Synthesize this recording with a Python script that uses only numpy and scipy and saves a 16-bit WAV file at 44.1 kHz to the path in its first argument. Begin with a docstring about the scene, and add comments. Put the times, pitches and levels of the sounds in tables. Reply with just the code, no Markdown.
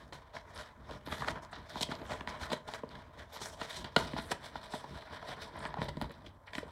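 """In a quiet room, below a phone, hands start sliding a stack of banknotes into a plastic binder envelope.
Paper rubs on plastic in short pushes, creases snap, the film ticks and swishes, and knuckles bump the desk.
The sharpest snaps come near 1.8 s and 4 s; from then on the notes are inside and the rubbing loses a band
of treble. Near 5.8 s hand and binder thump the desk hardest, and a few last pushes follow. Throughout, the
hollow over the desk colours the paper's sound, the room adds a short tail and the house murmurs."""
import sys
import numpy as np
from scipy import signal
from scipy.fft import rfft, irfft, next_fast_len
from scipy.io import wavfile
from scipy.ndimage import uniform_filter1d

SR = 44100
rng = np.random.default_rng(int(sys.argv[2]) if len(sys.argv) > 2 else 0)


def store_wav(level_fs):
    """Save 16-bit WAV to argv[1]."""
    pcm = np.round(np.clip(np.atleast_2d(level_fs), -1, 1) * 32767)
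    wavfile.write(sys.argv[1], SR, pcm.T.astype(np.int16))


N = 296307

STROKE_RANGE_DB = 20  # drop over one rise or fall time, before it is multiplied by the steepness
STEEPNESS = (1.69, 1.64, 1.02, 0.75)  # for hiss, fizz, scrape, weight
RESTING_DB = (-89, -84.5, -77, -92)  # the same four: resting fingers keep a faint rub going
# Pushes of paper over plastic: (peak time [s], rise [s], fall [s], hiss of the paper faces [dB],
# fizz of the edges [dB], scrape of the stack [dB], weight on the desk [dB])
PAPER_STROKES = [(0.0, .02, 0.17, -61.5, -70, -56, -53.5),
                 (0.132, 0.0079, 0.12, -49.5, -54.5, -47.5, -59.5),
                 (.22, 0.12, 0.27, -67.5, -81, -62, -63.5),
                 (0.369, 0.061, 0.069, -48.5, -58.5, -46.5, -52.5), (0.505, 0.14, 0.09, -67, -70, -53, -59),
                 (0.581, 0.097, 0.17, -49, -59, -47, -60), (0.938, 0.21, 0.11, -54.5, -65.5, -49.5, -49),
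                 (1.066, 0.028, 0.094, -53, -62, -50.5, -46), (1.121, 0.036, 0.16, -46.5, -52, -45, -47.5),
                 (1.2, 0.18, 0.089, -48, -52, -52.5, -63), (1.295, 0.18, 0.11, -50, -52.5, -43, -47),
                 (1.36, 0.023, 0.2, -62, -86, -47.5, -53), (1.426, 0.019, 0.059, -55, -54.5, -48.5, -52),
                 (1.542, 0.061, 0.17, -54, -70, -46.5, -51), (1.71, 0.29, 0.71, -58, -67.5, -59, -59),
                 (1.781, 0.089, 0.087, -45.5, -53, -46.5, -55), (1.811, .005, 0.055, -34.5, -40, -46, -60),
                 (1.83, 0.043, 0.023, -35, -33, -41, -52), (1.85, .03, 0.049, -64, -53, -64, -49),
                 (1.909, 0.05, 0.26, -56.5, -64, -48, -45), (2.112, 0.12, 0.21, -49, -53.5, -41.5, -46.5),
                 (2.285, 0.03, 0.16, -44.5, -54.5, -38.5, -48), (2.43, 0.12, 0.15, -51, -55.5, -45.5, -54),
                 (2.525, 0.026, 0.075, -42, -45, -43, -47.5), (2.679, 0.01, 0.25, -54, -61, -49, -56),
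                 (2.75, 0.14, 0.075, -53.5, -55, -47.5, -59), (2.94, 0.19, 0.36, -61, -72, -53.5, -53.5),
                 (3.197, 0.086, 0.12, -56.5, -63, -49.5, -58), (3.354, 0.088, 0.33, -48.5, -54, -47, -63),
                 (3.416, 0.03, 0.15, -44, -42.5, -49.5, -48.5),
                 (3.625, 0.057, 0.095, -45, -52.5, -44.5, -47),
                 (3.77, 0.32, 0.12, -43.5, -48.5, -46.5, -54), (3.54, 0.097, 0.15, -59, -58.5, -75, -67),
                 (3.85, 0.085, 0.2, -57, -72, -52, -49), (3.974, 0.012, 0.22, -45.5, -47.5, -39, -39),
                 (4.08, 0.28, 0.22, -50.5, -60, -65, -62), (4.179, 0.15, 0.22, -47.5, -58, -44.5, -44.5),
                 (4.32, 0.038, 0.052, -40.5, -40.5, -46, -49),
                 (4.454, 0.084, 0.12, -49.5, -54.5, -47.5, -54.5),
                 (4.569, 0.11, 0.094, -52.5, -63, -47.5, -53), (4.641, 0.096, 0.14, -54, -60.5, -52.5, -62),
                 (4.747, 0.11, 0.16, -47, -53, -46, -60), (4.961, 0.44, 0.28, -55, -63.5, -52, -53),
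                 (5.15, 0.73, 1.7, -63, -80, -60, -71), (5.148, 0.093, 0.078, -52.5, -61.5, -48, -58),
                 (5.31, 0.17, 0.13, -50, -57, -44.5, -55), (5.424, 0.06, 0.19, -48.5, -55.5, -49.5, -50.5),
                 (5.65, 0.52, 0.2, -55, -70, -46.5, -47.5), (5.835, 0.12, 0.092, -48, -58, -45.5, -42.5),
                 (5.89, 0.0099, 0.043, -48, -53, -64, -40.5), (6.03, 0.22, 0.12, -59.5, -68, -54.5, -45.5),
                 (6.27, 0.1, 0.067, -57.5, -69, -59.5, -51), (6.12, 0.034, 0.33, -64, -76, -59, -54.5),
                 (6.471, 0.016, 0.1, -57, -67, -55.5, -80), (6.55, 0.04, 0.2, -53, -58, -51, -52),
                 (6.591, 0.066, 0.038, -53, -51, -64, -58), (6.71, 0.18, .1, -63.5, -69, -54.5, -69)]
def paper_strokes():
    """Each push swells and dies away; gives the strength of hiss, fizz, scrape and weight over time."""
    t = np.arange(0, N + 64, 64) / SR
    power = undb(2 * np.array(RESTING_DB))[:, None]
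    for peak_s, rise_s, fall_s, *peak_db in PAPER_STROKES:
        away = np.maximum((peak_s - t) / rise_s, (t - peak_s) / fall_s)
        drop_db = np.outer(STEEPNESS, STROKE_RANGE_DB * away)
        power = power + undb(2 * (np.array(peak_db)[:, None] - drop_db))
    return [np.interp(np.arange(N) / SR, t, np.sqrt(p)) for p in power]


WAVER_DB, FLICKER_DB = 1.0, 1.6  # slow and fast wobble of each ringing pitch
CRINKLES_PER_S, CRINKLE_GAIN_DB = 120, 16  # small creases popping as the sheets rub
SHEEN_DB, SHEEN_PER_FIZZ = -78, 0.84  # the film's whisper at a fizz of -60 dB; dB gained per dB of fizz
# Pitches at which the envelope and the hollow over the desk ring: (pitch [Hz], width [Hz], level [dB])
HOLLOW_TONES = [(443, 53, 10), (643, 79, 11.5), (974, 109, 9), (1515, 440, -0.5), (1753, 500, 5),
                (2250, 770, 1.5), (3123, 460, 7.5), (3560, 360, 9), (3970, 620, 9), (5400, 1140, 4.5),
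                (7830, 1770, -4.5), (10500, 21000, -35)]
# Pitches at which the desk top rings: (pitch [Hz], width [Hz], level [dB])
DESK_TONES = [(55, 37, 0), (90.7, 26, 3.5), (142.7, 25.6, 1), (244, 40, -3.5), (360, 83, -7.5)]
def paper_rubbing():
    """Paper sticks and slips on plastic in uneven patches, while the hand's weight shakes the desk."""
    hiss, fizz, scrape, weight = paper_strokes()
    patchy = undb(1.3 * wander(70) + 1.2 * wander(250))
    rub = 0
    for tone in HOLLOW_TONES:  # the sheets bend and shift, so each tone swells and fades by itself
        wobble = undb(WAVER_DB * wander(12) + FLICKER_DB * wander(45))
        rub = rub + wobble * ring_body(patchy * slips(N, spread_db=2.5), [tone])
    pops = (rng.random(N) < CRINKLES_PER_S / SR) * rng.standard_normal(N)
    rub = unit_level(rub) + undb(CRINKLE_GAIN_DB) * ring_body(pops, HOLLOW_TONES)
    sheen = undb(SHEEN_DB) * (fizz / undb(-60)) ** SHEEN_PER_FIZZ
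    paper = scrape * unit_level(band(band(rub, 408, 1710), 404, 2140))
    paper += hiss * unit_level(band(band(rub, 2180, 6480), 1600, 6030))
    paper += fizz * unit_level(steep_band(rub, 4450, 11500))
    paper += sheen * unit_level(steep_band(rub, 10600, 19000))
    shaking = slips(N, spread_db=-0.5) * undb(2 * wander(30))
    return paper + weight * unit_level(ring_body(shaking, DESK_TONES))


INSIDE_FROM_S, DIP_DEPTH = 3.95, 0.62
def envelope_dip(rub):
    """Once the notes are inside the envelope, one band of the rubbing's treble gets weaker."""
    inside = np.clip((np.arange(N) / SR - INSIDE_FROM_S) / 0.1, 0, 1)
    return rub - DIP_DEPTH * inside * ring(rub, hz=6700, width_hz=880)


CRACK_MS, RISE_PER_FALL = 1.53, 0.16  # snaps under CRACK_MS are mostly one crack; short ones rise faster
# Creases buckling; bump, clack and crackle are relative to the tone's peak:
# (time [s], tone peak [dB], pitch [Hz], desk bump [dB], clack [dB], crackle [dB], fall [ms])
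CREASE_SNAPS = [(0.124, -37, 630, -39, -11, -15, 4.2), (0.365, -45.5, 1610, -12, 2, -17, 2.6),
                (0.909, -36.5, 440, -15, -16, -15, 2.8), (1.073, -33, 397, -14, -18, -22, .5),
                (1.083, -36, 923, -28, -16, -22, 2.7), (1.123, -29, 960, -18, -13, -17, 2.8),
                (1.207, -37, 945, -10, -11, -26, 3.7), (1.221, -27, 930, -24, -40, -36, 2.4),
                (1.246, -30, 1480, -18, -21, -33, .6), (1.274, -26, 990, -37, -12, -33, 10.5),
                (1.283, -24.5, 960, -33, -9.5, -15.5, 2.1), (1.356, -38.5, 380, -25, -15, -28, 1.5),
                (1.529, -35, 1140, -26, -18.5, -29, 2.2), (1.757, -31, 780, -12, -24, -30, 1.2),
                (1.771, -31.5, 690, -25, -28, -28, 1.2), (1.809, -29, 646, -10.5, -23, -12, 0.44),
                (1.815, -22, 4080, -45, -33, -30, 0.31), (1.83, -18.5, 3500, -30, -29, -38, 2),
                (1.869, -48, 700, -20, -14, -22, 1.6), (1.888, -33.5, 504, -6.5, -19, -36, 1.7),
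                (1.915, -31.5, 1680, -9, -34, -16, 2.7), (1.919, -29.5, 920, -39, -21, -17, 4.4),
                (2.015, -39, 470, -11, -15, -20, 3.9), (2.102, -32, 660, -16, -28, -28, 3.7),
                (2.118, -30.5, 990, -12.5, -14, -20, 5.1), (2.208, -31.5, 1800, -13, -13, -21, 1.6),
                (2.274, -33.5, 710, -13, -4.5, -14.5, 0.41), (2.433, -34, 1800, -26, -18, -28, 1),
                (2.499, -32.5, 960, -18, -12, -13.5, 8), (2.517, -25.5, 935, -13, -27, -17, 3.6),
                (2.53, -23, 500, -16, -14, -15.5, 2), (2.688, -31.5, 760, -40, -30, -34, 1.9),
                (2.737, -31.5, 690, -40, -13, -12.5, 0.86), (2.835, -26.5, 440, -16.5, -42, -61, 0.59),
                (2.951, -56.5, 1760, -15, 5.5, 1.5, 4.9), (3.364, -34, 980, -22, -23, -19, 1.7),
                (3.414, -35.5, 960, -26, -23, -11, 9.5), (3.614, -28.5, 880, -17.5, -11, -16.5, 3.4),
                (3.843, -36, 905, -11, -9.5, -8, 3.8), (3.9626, -15, 930, -19, -13.5, -15, 1),
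                (3.964, -12.5, 644, -15, -15, -14, 2.2), (4.134, -31.5, 493, -6, -15, -37, 0.5),
                (4.165, -26.5, 707, -35, -24, -34, 0.61), (4.184, -32, 312, -7, -10, -27, 2.2),
                (4.305, -32.5, 570, -31, -39, -35, 18), (4.315, -24.5, 880, -17, -9.5, -22, 7.1),
                (4.556, -29, 710, -23, -16.5, -31, 2.5), (4.736, -28.5, 765, -11.5, -15, -30, 4.7),
                (4.84, -36, 680, -18, -47, -26, 5), (5.227, -35, 940, -35, -41, -28, 2.1),
                (5.289, -37, 643, -26, -16, -29, 5.2), (5.555, -37, 676, -12, -19, -32, 4.3),
                (5.6523, -30.5, 900, -14, -9.5, -16.5, 0.62), (5.659, -34, 1500, -19, -12, -25, 3.9),
                (5.741, -29, 800, -23, -20, -27, 0.45), (5.765, -29.5, 670, -28, -39, -45, 13),
                (5.778, -39, 450, -20, -7.5, -21, 16), (5.817, -24.5, 600, -16, -14, -22.5, 0.76),
                (5.883, -34, 580, -27, -8.5, -12, 6.1), (5.97, -31.5, 362, -9.5, -20, -24, 0.93),
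                (6.014, -27, 855, -17, -15.5, -18.5, 0.4), (6.021, -30, 314, -37, -25, -21, 1.6),
                (6.042, -35.5, 930, -29, -24, -19, 2.8), (6.095, -43, 457, -23, -15, -17.5, 2.3),
                (6.105, -45, 444, -15, -6, -15, 5.2), (6.262, -39, 2720, -28, -26, -47, 5.7),
                (6.473, -54, 920, -34, 5.5, -22, 10), (6.533, -34, 1900, -28, -23, -19, 2.4),
                (6.552, -26, 2260, -25.5, -25, -21, 1.7), (6.581, -28.5, 290, -22, -9.5, -25, 2.4),
                (6.629, -34, 467, -34.5, -45, -29, 4.4)]
def crease_snaps():
    """A crease gives way in a quick run of slips: its patch rings, clacks, crackles and bumps the desk."""
    length = 4096
    out, t = np.zeros(N + length), np.arange(length) / SR
    push = np.exp(-((t - .0009) / 0.00047) ** 2)
    bump = band(ring_body(push, DESK_TONES[2:]), 180, 1200)
    fall_ms = np.array(CREASE_SNAPS)[:, -1:]
    swell = (1 - np.exp(-1000 * t / (RISE_PER_FALL * fall_ms))) ** 2
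    runs = slips(length * len(CREASE_SNAPS), spread_db=2.5).reshape(-1, length)
    runs = runs * swell * np.exp(-1000 * t / fall_ms)
    runs[:, 8] += CRACK_MS / fall_ms[:, 0] * np.sqrt(np.sum(runs ** 2, axis=1))  # one sudden give
    ringing = ring_body(runs, HOLLOW_TONES)
    hollow = steep_band(ringing, 212, 1480)
    clack = steep_band(ringing, 1040, 2450)
    crackle = band(ringing, 1800, 5030) + 0.53 * band(ringing, 4900, 22000)
    for k, (time_s, db, hz, bump_db, clack_db, crackle_db, _) in enumerate(CREASE_SNAPS):
        tone = ring_twice(runs[k], hz, width_hz=.7 * hz) + 0.2 * hollow[k]
        snap = tone / np.abs(tone).max()
        for part, part_db in ((clack[k], clack_db), (crackle[k], crackle_db), (bump, bump_db)):
            strength = np.sqrt(np.sum(part ** 2) / (SR / 100))  # as if packed into 10 ms
            snap = snap + undb(part_db) * part / strength
        start = int(time_s * SR)
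        out[start:start + length] += undb(db) * snap
    return out[:N]


THUMP_MS = 3.15  # rough length of one push
# Soft knocks of hand and binder: (time [s], strength of the push [dB])
DESK_THUMPS = [(1.205, -48), (1.366, -48), (2.957, -54), (5.789, -36), (5.819, -35), (5.97, -43.5),
               (6.049, -55)]
def desk_thumps():
    """Rounded pushes set the desk top humming at one of its low pitches."""
    t, force = np.arange(N) / SR, np.zeros(N)
    for time_s, db in DESK_THUMPS:
        near = slice(int((time_s - .02) * SR), int((time_s + .02) * SR))
        force[near] += undb(db) * np.exp(-(1000 * (t[near] - time_s) / THUMP_MS * np.pi) ** 2)
    hz, width_hz, _ = DESK_TONES[2]
    return 10 * ring(force, hz, width_hz)


TICK_FALL_MS = 0.64
# Thin ticks of the plastic film: (time [s], peak level [dB], pitch [Hz])
FILM_TICKS = [(.538, -55, 6000), (0.577, -37, 4330), (1.449, -44.5, 4500), (1.555, -44, 4030),
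              (1.56, -43, 3500), (2.891, -45, 4280), (2.677, -50, 8100), (3.698, -47, 12000),
              (3.788, -45, 6940), (4.072, -41, 4000), (4.197, -38, 2500), (5.568, -52, 9870),
              (5.592, -50, 8000), (5.818, -54, 9000), (5.845, -48, 9000), (6.014, -40, 11000),
              (6.022, -44, 10000), (6.117, -49, 11100), (6.141, -48, 3460), (5.729, -50, 3000),
              (1.953, -36, 3970), (2.19, -54, 4350), (6.582, -43, 8950)]
def film_ticks():
    """The plastic film ticks in very short, bright bursts of noise."""
    length = 512
    out, t = np.zeros(N + length), np.arange(length) / SR
    for time_s, db, hz in FILM_TICKS:
        burst = rng.standard_normal(length) * np.exp(-1000 * t / TICK_FALL_MS)
        tick = ring_twice(burst, hz, width_hz=0.51 * hz)
        start = int(time_s * SR)
        out[start:start + length] += undb(db) * tick / np.abs(tick).max()
    return out[:N]


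SWISH_RISE_S, SWISH_FALL_S = 0.0054, 0.037
# Slides that make the film hiss: (start [s], length [s], pitch [Hz], width [Hz], level [dB])
FILM_SWISHES = [(0.542, 0.092, 9400, 2600, -64), (0.584, 0.048, 7600, 1800, -62),
                (1.05, 0.18, 11500, 3000, -70), (1.51, 0.027, 8200, 2500, -66.5),
                (1.69, 0.098, 12500, 3000, -77), (1.943, .14, 12600, 2400, -79),
                (2.07, 0.093, 7500, 2000, -64), (3.324, 0.058, 12000, 3000, -67),
                (4.17, 0.14, 9000, 5000, -64.5), (4.702, 0.12, 8400, 3000, -64),
                (5.581, 0.11, 8450, 2500, -66.5)]
def film_swishes():
    """On some slides the film hisses in one narrow, high band that fades in, holds and fades out."""
    t, out = np.arange(N) / SR, 0
    noise = rng.standard_normal(N) * undb(1.6 * wander(60))
    for start_s, length_s, hz, width_hz, db in FILM_SWISHES:
        fade_in = (t - start_s) / SWISH_RISE_S
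        fade_out = (start_s + length_s - t) / SWISH_FALL_S + .5
        shape = np.clip(np.minimum(fade_in, fade_out), 0, 1) ** 2
        out = out + undb(db) * shape * unit_level(ring_twice(noise, hz, width_hz))
    return out


def desk_echo(sound):
    """The echo off the desk top partly cancels one band of every sound near it."""
    return sound - .55 * ring(sound, hz=2700, width_hz=450)


ROOM_FADE_S, ROOM_DB, ROOM_TOP_HZ = 0.27, -15, 4510
def room_tail(sound):
    """The room's echoes blur into a short tail, duller than the sound itself."""
    t = np.arange(SR // 2) / SR
    tail = rng.standard_normal(len(t)) * undb(-60 * t / ROOM_FADE_S)
    tail *= 1 - np.exp(-t / 0.00073)
    tail = signal.lfilter(*signal.butter(1, ROOM_TOP_HZ, fs=SR), tail)
    tail /= np.sqrt(np.sum(tail ** 2))
    return undb(ROOM_DB) * signal.fftconvolve(sound, tail)[:N]


MURMUR_DB = -60
# The background noise, from bass to treble: (pitch [Hz], relative level [dB])
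MURMUR_SHAPE = [(18, -24), (30, -4.5), (98, 3), (179, -22), (258, -14.5), (372, -30), (581, -10),
                (736, -16), (1010, -8.5), (2400, -49.5), (15800, -47.5)]
def house_murmur():
    """The house murmurs low and steady under a faint microphone hiss."""
    hz, db = np.transpose(MURMUR_SHAPE)
    size = next_fast_len(N)
    all_hz = np.arange(size // 2 + 1) * SR / size + 1
    gain = undb(np.interp(np.log(all_hz), np.log(hz), db))
    murmur = irfft(rfft(rng.standard_normal(size)) * gain, size)[:N]
    return undb(MURMUR_DB) * unit_level(murmur)


def slips(count, spread_db):
    """Noise whose samples have scattered sizes, like many tiny slips."""
    size_draw, sign_draw = rng.random((count, 2)).T
    scatter = undb(-spread_db * np.log(2 * sign_draw % 1 + 1e-9))
    return np.sqrt(-np.log(size_draw)) * np.sign(sign_draw - .5) * scatter


def wander(per_s):
    """Glides to a new random value per_s times a second."""
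    hold = int(SR / per_s)
    steps = np.repeat(rng.standard_normal(N // 20), hold)[:N]
    return 1.89 * uniform_filter1d(steps, hold)


def ring(x, hz, width_hz):
    """Rings at one pitch: that pitch passes unchanged and the others are weakened."""
    return signal.lfilter(*signal.iirpeak(hz, hz / width_hz, SR), x)


def ring_twice(x, hz, width_hz):
    """Picks out one pitch more sharply."""
    return ring(ring(x, hz, width_hz), hz, width_hz)


def ring_body(x, tones):
    """Rings at several pitches; neighbours get opposite signs to keep the gaps between them shallow."""
    return sum((-1) ** k * undb(db) * ring(x, hz, width) for k, (hz, width, db) in enumerate(tones))


def band(x, low_hz, high_hz):
    """Keeps what lies between two pitches."""
    return signal.sosfilt(signal.butter(2, [low_hz, high_hz], "band", fs=SR, output="sos"), x)


def steep_band(x, low_hz, high_hz):
    """A band with sharper edges."""
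    return band(band(x, low_hz, high_hz), low_hz, high_hz)


def undb(db):
    """Turns decibels into a number to multiply by."""
    return 10 ** (np.asarray(db) / 20)


def unit_level(x):
    """Scales a sound to an average power of 1."""
    return x / np.sqrt(np.mean(x ** 2))


def scene():
    """Adds up the sounds at the desk, then the room around them, in one channel."""
    near = envelope_dip(paper_rubbing()) + film_swishes() + crease_snaps() + film_ticks() + desk_thumps()
    near = desk_echo(near)
    return (near + room_tail(near) + house_murmur())[None]


BASS_CUT_HZ, TREBLE_CUT_HZ = 35, 15900
def record(dry):
    """The phone drops the deepest bass and the highest treble."""
    dry = signal.lfilter(*signal.butter(2, BASS_CUT_HZ, "high", fs=SR), dry)
    return signal.sosfilt(signal.ellip(10, .2, 70, TREBLE_CUT_HZ, fs=SR, output="sos"), dry)


dry = scene()
out = record(dry)
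store_wav(out)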